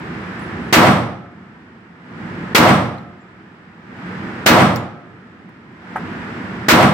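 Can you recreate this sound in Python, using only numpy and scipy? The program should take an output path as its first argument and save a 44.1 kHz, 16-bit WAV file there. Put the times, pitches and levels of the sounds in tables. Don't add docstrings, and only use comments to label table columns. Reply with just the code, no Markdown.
import sys
import numpy as np
from scipy import signal
from scipy.fft import rfft, irfft, next_fast_len
from scipy.io import wavfile
from scipy.ndimage import uniform_filter1d, minimum_filter1d

SR = 44100
rng = np.random.default_rng(int(sys.argv[2]) if len(sys.argv) > 2 else 0)


def magnitude_from_level(level_db):
    exponent = np.asarray(level_db, float) / 20
    return 10 ** exponent


def inscribe(sig):
    pcm = np.round(np.clip(np.atleast_2d(sig).T, -1, 1) * 32767)
    wavfile.write(sys.argv[1], SR, pcm.astype(np.int16))


N = 305613

# [t/s, level/dB, crack ahead of the blast/dB]
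SHOTS = [
    (-1.55, 0, -30),
    (.7257, 0, -28),
    (2.5477, 0, -26),
    (4.4611, 0, -7),
    (6.6841, 0, -13),
]
# [f/Hz, side minus mid/dB]
FAN_SIDE = [(60, -20), (200, -18), (380, -10), (700, -7), (1290, -1), (4400, 1)]
# [f/Hz, side minus mid/dB]
HALL_SIDE = [(110, -16), (200, -13), (380, -7), (700, -8), (1290, -3), (4400, 0)]


def table(rows, hz):
    corners_hz = [row[0] for row in rows]
    values = [row[1] for row in rows]
    return np.interp(np.log(np.maximum(hz, 1)), np.log(corners_hz), values)


def noise(size, spectrum, side):
    # [f/Hz, left minus right/dB]
    left_db = [(60, -.5), (300, -1.5), (1290, -2), (2400, -.5), (12000, 0)]
    fast = 2 * next_fast_len(size // 2 + 1)
    hz = np.arange(fast // 2 + 1) * SR / fast
    mid, edge = rfft(rng.standard_normal((2, fast))) * magnitude_from_level(table(spectrum, hz))
    edge = edge * magnitude_from_level(table(side, hz))
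    lean = magnitude_from_level(table(left_db, hz) / 2)
    pair = irfft([(mid + edge) * lean, (mid - edge) / lean], fast)[:, :size]
    return pair / pair.std()


def fade(s, t60, swell=1e-4):
    rise = (1 - np.exp(-s / max(swell, 1e-5))) ** 2
    return rise * magnitude_from_level(-60 * s / t60)


def add(out, sound, s):
    i = int(s * SR)
    out[:, i:i + sound.shape[-1]] += sound[..., :out.shape[1] - i]


def walk(rate, size=N):
    hold = int(SR / rate)
    steps = np.repeat(rng.standard_normal(size // hold + 1), hold)
    return 1.3 * uniform_filter1d(uniform_filter1d(steps, hold), hold)[:size]


def ventilation():
    # [f/Hz, level/dB per Hz]
    duct = [(15, -64), (25, -34), (43, -27), (62, -15), (101, -5), (145, -6), (179, 1), (210, -3),
            (243, -1), (275, -9), (327, -6), (480, -16), (620, -46), (1060, -120)]
    # [f/Hz, level/dB per Hz]
    air = [(280, -31), (480, -1), (540, -3), (1000, -1), (1110, -3), (1210, -1), (1750, -1), (4270, -25),
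           (5090, -26), (6260, -34), (8030, -35), (9860, -45), (14000, -49), (16000, -57)]
    duct_db, air_db = -28.4, -31.8
    gust_db = .4 * walk(1.5) + 1.2 * walk(9)
    rumble = magnitude_from_level(duct_db + gust_db) * noise(N, duct, FAN_SIDE)
    rush = magnitude_from_level(air_db + .4 * walk(3)) * noise(N, air, FAN_SIDE)
    return rumble + rush


def case_ticks():
    # [t/s, level/dB, centre f/Hz, width/Hz, t60/s]
    ticks = [(.3936, -51, 7900, 1600, .08), (.3936, -56, 12000, 8000, .08), (5.491, -41, 800, 600, .04),
             (2.9827, -41, 4200, 600, .02), (2.9827, -57, 11000, 8000, .02),
             (4.7587, -24, 14200, 2600, .012), (4.76, -25, 5000, 1600, .025),
             (4.7587, -40, 9000, 6000, .015), (4.7675, -33, 11500, 7000, .008),
             (4.76, -45, 12000, 8000, .12), (5.9585, -48, 8500, 9000, .14), (5.968, -50, 10000, 8000, .04)]
    out, s = np.zeros((2, N)), np.arange(int(.3 * SR) // 2) / SR
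    for at, db, hz, width_hz, t60 in ticks:
        band = [(max(hz - width_hz, 250), -40), (hz - width_hz / 2, -3),
                (hz + width_hz / 2, -3), (hz + width_hz, -40)]
        add(out, magnitude_from_level(db) * noise(len(s), band, FAN_SIDE) * fade(s, t60), at)
    return out


def case_rings():
    # [t/s, level/dB, f/Hz, t60/s]
    rings = [(.402, -49, 10030, .25), (.607, -57, 10030, .25), (.625, -62, 7270, .3), (.675, -60, 7270, .2),
             (3.0, -63, 7300, .12), (3.005, -75, 11600, .15), (3.035, -76, 11600, .2),
             (3.195, -62, 7300, .3), (4.761, -33, 7130, .07), (4.765, -48, 7490, .07),
             (4.782, -55, 11510, .08), (4.804, -50, 7130, .13), (6.005, -63, 7400, .1)]
    swell_share = .055
    out, s = np.zeros((2, N)), np.arange(int(.3 * SR)) / SR
    for at, db, hz, t60 in rings:
        wobble = magnitude_from_level(3.5 * walk(110, len(s)))
        phase = rng.random() + .15 * rng.random((2, 1))
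        tone = np.sin(2 * np.pi * (hz * s + phase))
        add(out, magnitude_from_level(db) * wobble * tone * fade(s, t60, swell_share * t60), at)
    return out


def shelf_knock():
    # [t/s, level/dB, tilt/dB per octave]
    knocks = [
        (5.9577, -4.5, -9),
        (5.96, -2.5, -3.5),
        (5.968, -9, .1),
        (5.9735, -16, .1),
        (5.979, -15, .1),
    ]
    # [f/Hz, level/dB, t60/s]
    shelf = [(754, -3, .03), (860, 0, .022), (1000, -3, .02), (1308, -2, .03), (1561, -2, .04),
             (1916, -6, .04), (2400, -15, .02), (3100, -20, .012)]
    out, s = np.zeros((2, N)), np.arange(int(.3 * SR) // 2) / SR
    for at, db, tilt_db in knocks:
        wood = np.zeros((2, len(s)))
        for hz, mode_db, t60 in shelf:
            tilted_db = mode_db + tilt_db * np.log2(hz / shelf[1][0])
            level = magnitude_from_level(tilted_db + 1.5 * rng.standard_normal((2, 1)))
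            wood += level * np.sin(2 * np.pi * hz * s) * fade(s, t60, swell=.0006)
        add(out, magnitude_from_level(db - 8) * wood, at)
    return out


def blast(spike, spike_s=.00012, suck_s=.0004, suck=1.6):
    s = np.arange(SR // 100) / SR
    pressure = spike * np.exp(-s / spike_s)
    suction = suck * np.sin(s / suck_s) * np.exp(-s / (2.4 * suck_s))
    return pressure - suction


def hall(s):
    # [t after the shot/s, level/dB]
    echoes = [
        (0, 9),
        (.009, 3),
        (.041, 9),
        (.0535, 6),
        (.0795, 3),
        (.167, -3),
        (.187, -4),
    ]
    # [f/Hz, level/dB]
    roar = [(70, -34), (120, -4), (190, -2.5), (330, -6.5), (600, 1), (1250, 2), (2100, -4), (3500, -8.5),
            (6000, -19), (8200, -13), (10400, -19), (13000, -12)]
    # [f/Hz, build-up/s]
    build_up = [(200, .058), (330, .02), (3500, .022), (8200, .065)]
    # [f/Hz, level/dB, t60/s]
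    modes = [(194, 0, .8), (228, -1, .6), (322, -4, .6), (361, -9, 1.1), (466, -4, .6), (587, -4, .75),
             (727, -6, .85), (824, -6, .75), (940, -4, .7), (1037, -7, .7), (1136, -5, .7), (1230, -6, .9),
             (1317, -11, 1.2), (700, -15, 1.3)]
    # [t after the shot/s, level/dB, f/Hz]
    booms = [
        (.034, 5.5, 238),
        (.043, 3.5, 315),
        (.098, 1.5, 725),
        (.165, -3.5, 195),
    ]
    t60_1k_s, t60_slope, air_loss_hz = .625, -.12, 25000
    out = np.zeros((2, len(s)))
    for delay, db in echoes:
        spike = .4 * np.exp(-delay / .015)
        add(out, magnitude_from_level(db) * blast(spike, suck_s=.0005 + .004 * min(delay, .05)), delay)
    for k, (hz, db) in enumerate(roar):
        t60 = t60_1k_s * (hz / 1000) ** t60_slope / (1 + (hz / air_loss_hz) ** 2)
        skirt = [(28, -30 - 10. * k ** 2)]
        skirt += [(row[0], -10. * (j - k) ** 2) for j, row in enumerate(roar)]
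        out += magnitude_from_level(db) * noise(len(s), skirt, HALL_SIDE) * fade(s, t60, table(build_up, hz))
    for hz, db, t60 in modes:
        phase = rng.random()
        level = magnitude_from_level(db - 11.5 + 4.5 * walk(30, len(s)))
        out += level * np.sin(2 * np.pi * (hz * s + phase)) * fade(s, t60, swell=.04)
    for delay, db, hz in booms:
        add(out, magnitude_from_level(db) * np.sin(2 * np.pi * hz * s) * fade(s, .14, swell=.01), delay)
    return out


def shots():
    # [f/Hz, level/dB per Hz]
    capsule_hash = [(35, -41), (60, -11), (369, -3), (1160, -3), (1300, -5), (1430, 0), (1800, -3),
                    (1970, -1), (3620, -10), (3880, -9), (8180, -19), (10600, -26), (13000, -19),
                    (15700, -23)]
    out, s = np.zeros((2, N)), np.arange(int(1.2 * SR)) / SR
    answer = hall(s)
    overload = magnitude_from_level(-.5) / (1 + np.exp((s - .04) / .01)) + magnitude_from_level(.5) * fade(s, t60=.36)
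    for at, db, crack_db in SHOTS[1:]:
        fizz = noise(len(s), capsule_hash, HALL_SIDE)
        hashed = overload * fade(s, 2.5, swell=.001) * fizz
        add(out, magnitude_from_level(db) * (answer + hashed), at)
        crack = fade(s, .03, swell=.001) * fizz[:, ::-1]
        add(out, magnitude_from_level(crack_db) * crack, at - .003)
    return signal.sosfilt(signal.butter(3, 90, "high", fs=SR, output="sos"), out)


def gain_control():
    duck_db, hold_s, return_s, creep_db_per_s = -14.4, 1.39, .065, 1.2
    s = np.arange(N) / SR
    fired = np.array([row[0] for row in SHOTS])
    since = s - fired[np.searchsorted(fired, s) - 1]
    ducked = duck_db / (1 + np.exp((since - hold_s) / return_s))
    return ducked + creep_db_per_s * np.maximum(since - 2, hold_s - 2)


def scene():
    lane = shots() + magnitude_from_level(gain_control()) * ventilation()
    port_lag = 2
    right = np.pad(lane[1], (port_lag, 0))[:N]
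    brass = case_ticks() + case_rings() + shelf_knock()
    return np.array([lane[0], right]) + brass


def top_cut(x):
    return signal.sosfilt(signal.butter(12, 16340, fs=SR, output="sos"), x)


def record(dry):
    look = int(.0075 * SR)
    dry = signal.sosfilt(signal.ellip(10, .2, 60, 15850, fs=SR, output="sos"), dry)
    dry = signal.sosfilt(signal.butter(2, 50, "high", fs=SR, output="sos"), dry)
    peak = np.abs(dry).max(axis=0)
    gain = minimum_filter1d(1 / np.maximum(peak / 1.38, 1), 2 * look)
    held = 1.6 * np.tanh(uniform_filter1d(gain, look) * dry / 1.6)
    return top_cut(np.clip(held, -1, 1))


dry = scene()
out = record(dry)
inscribe(out)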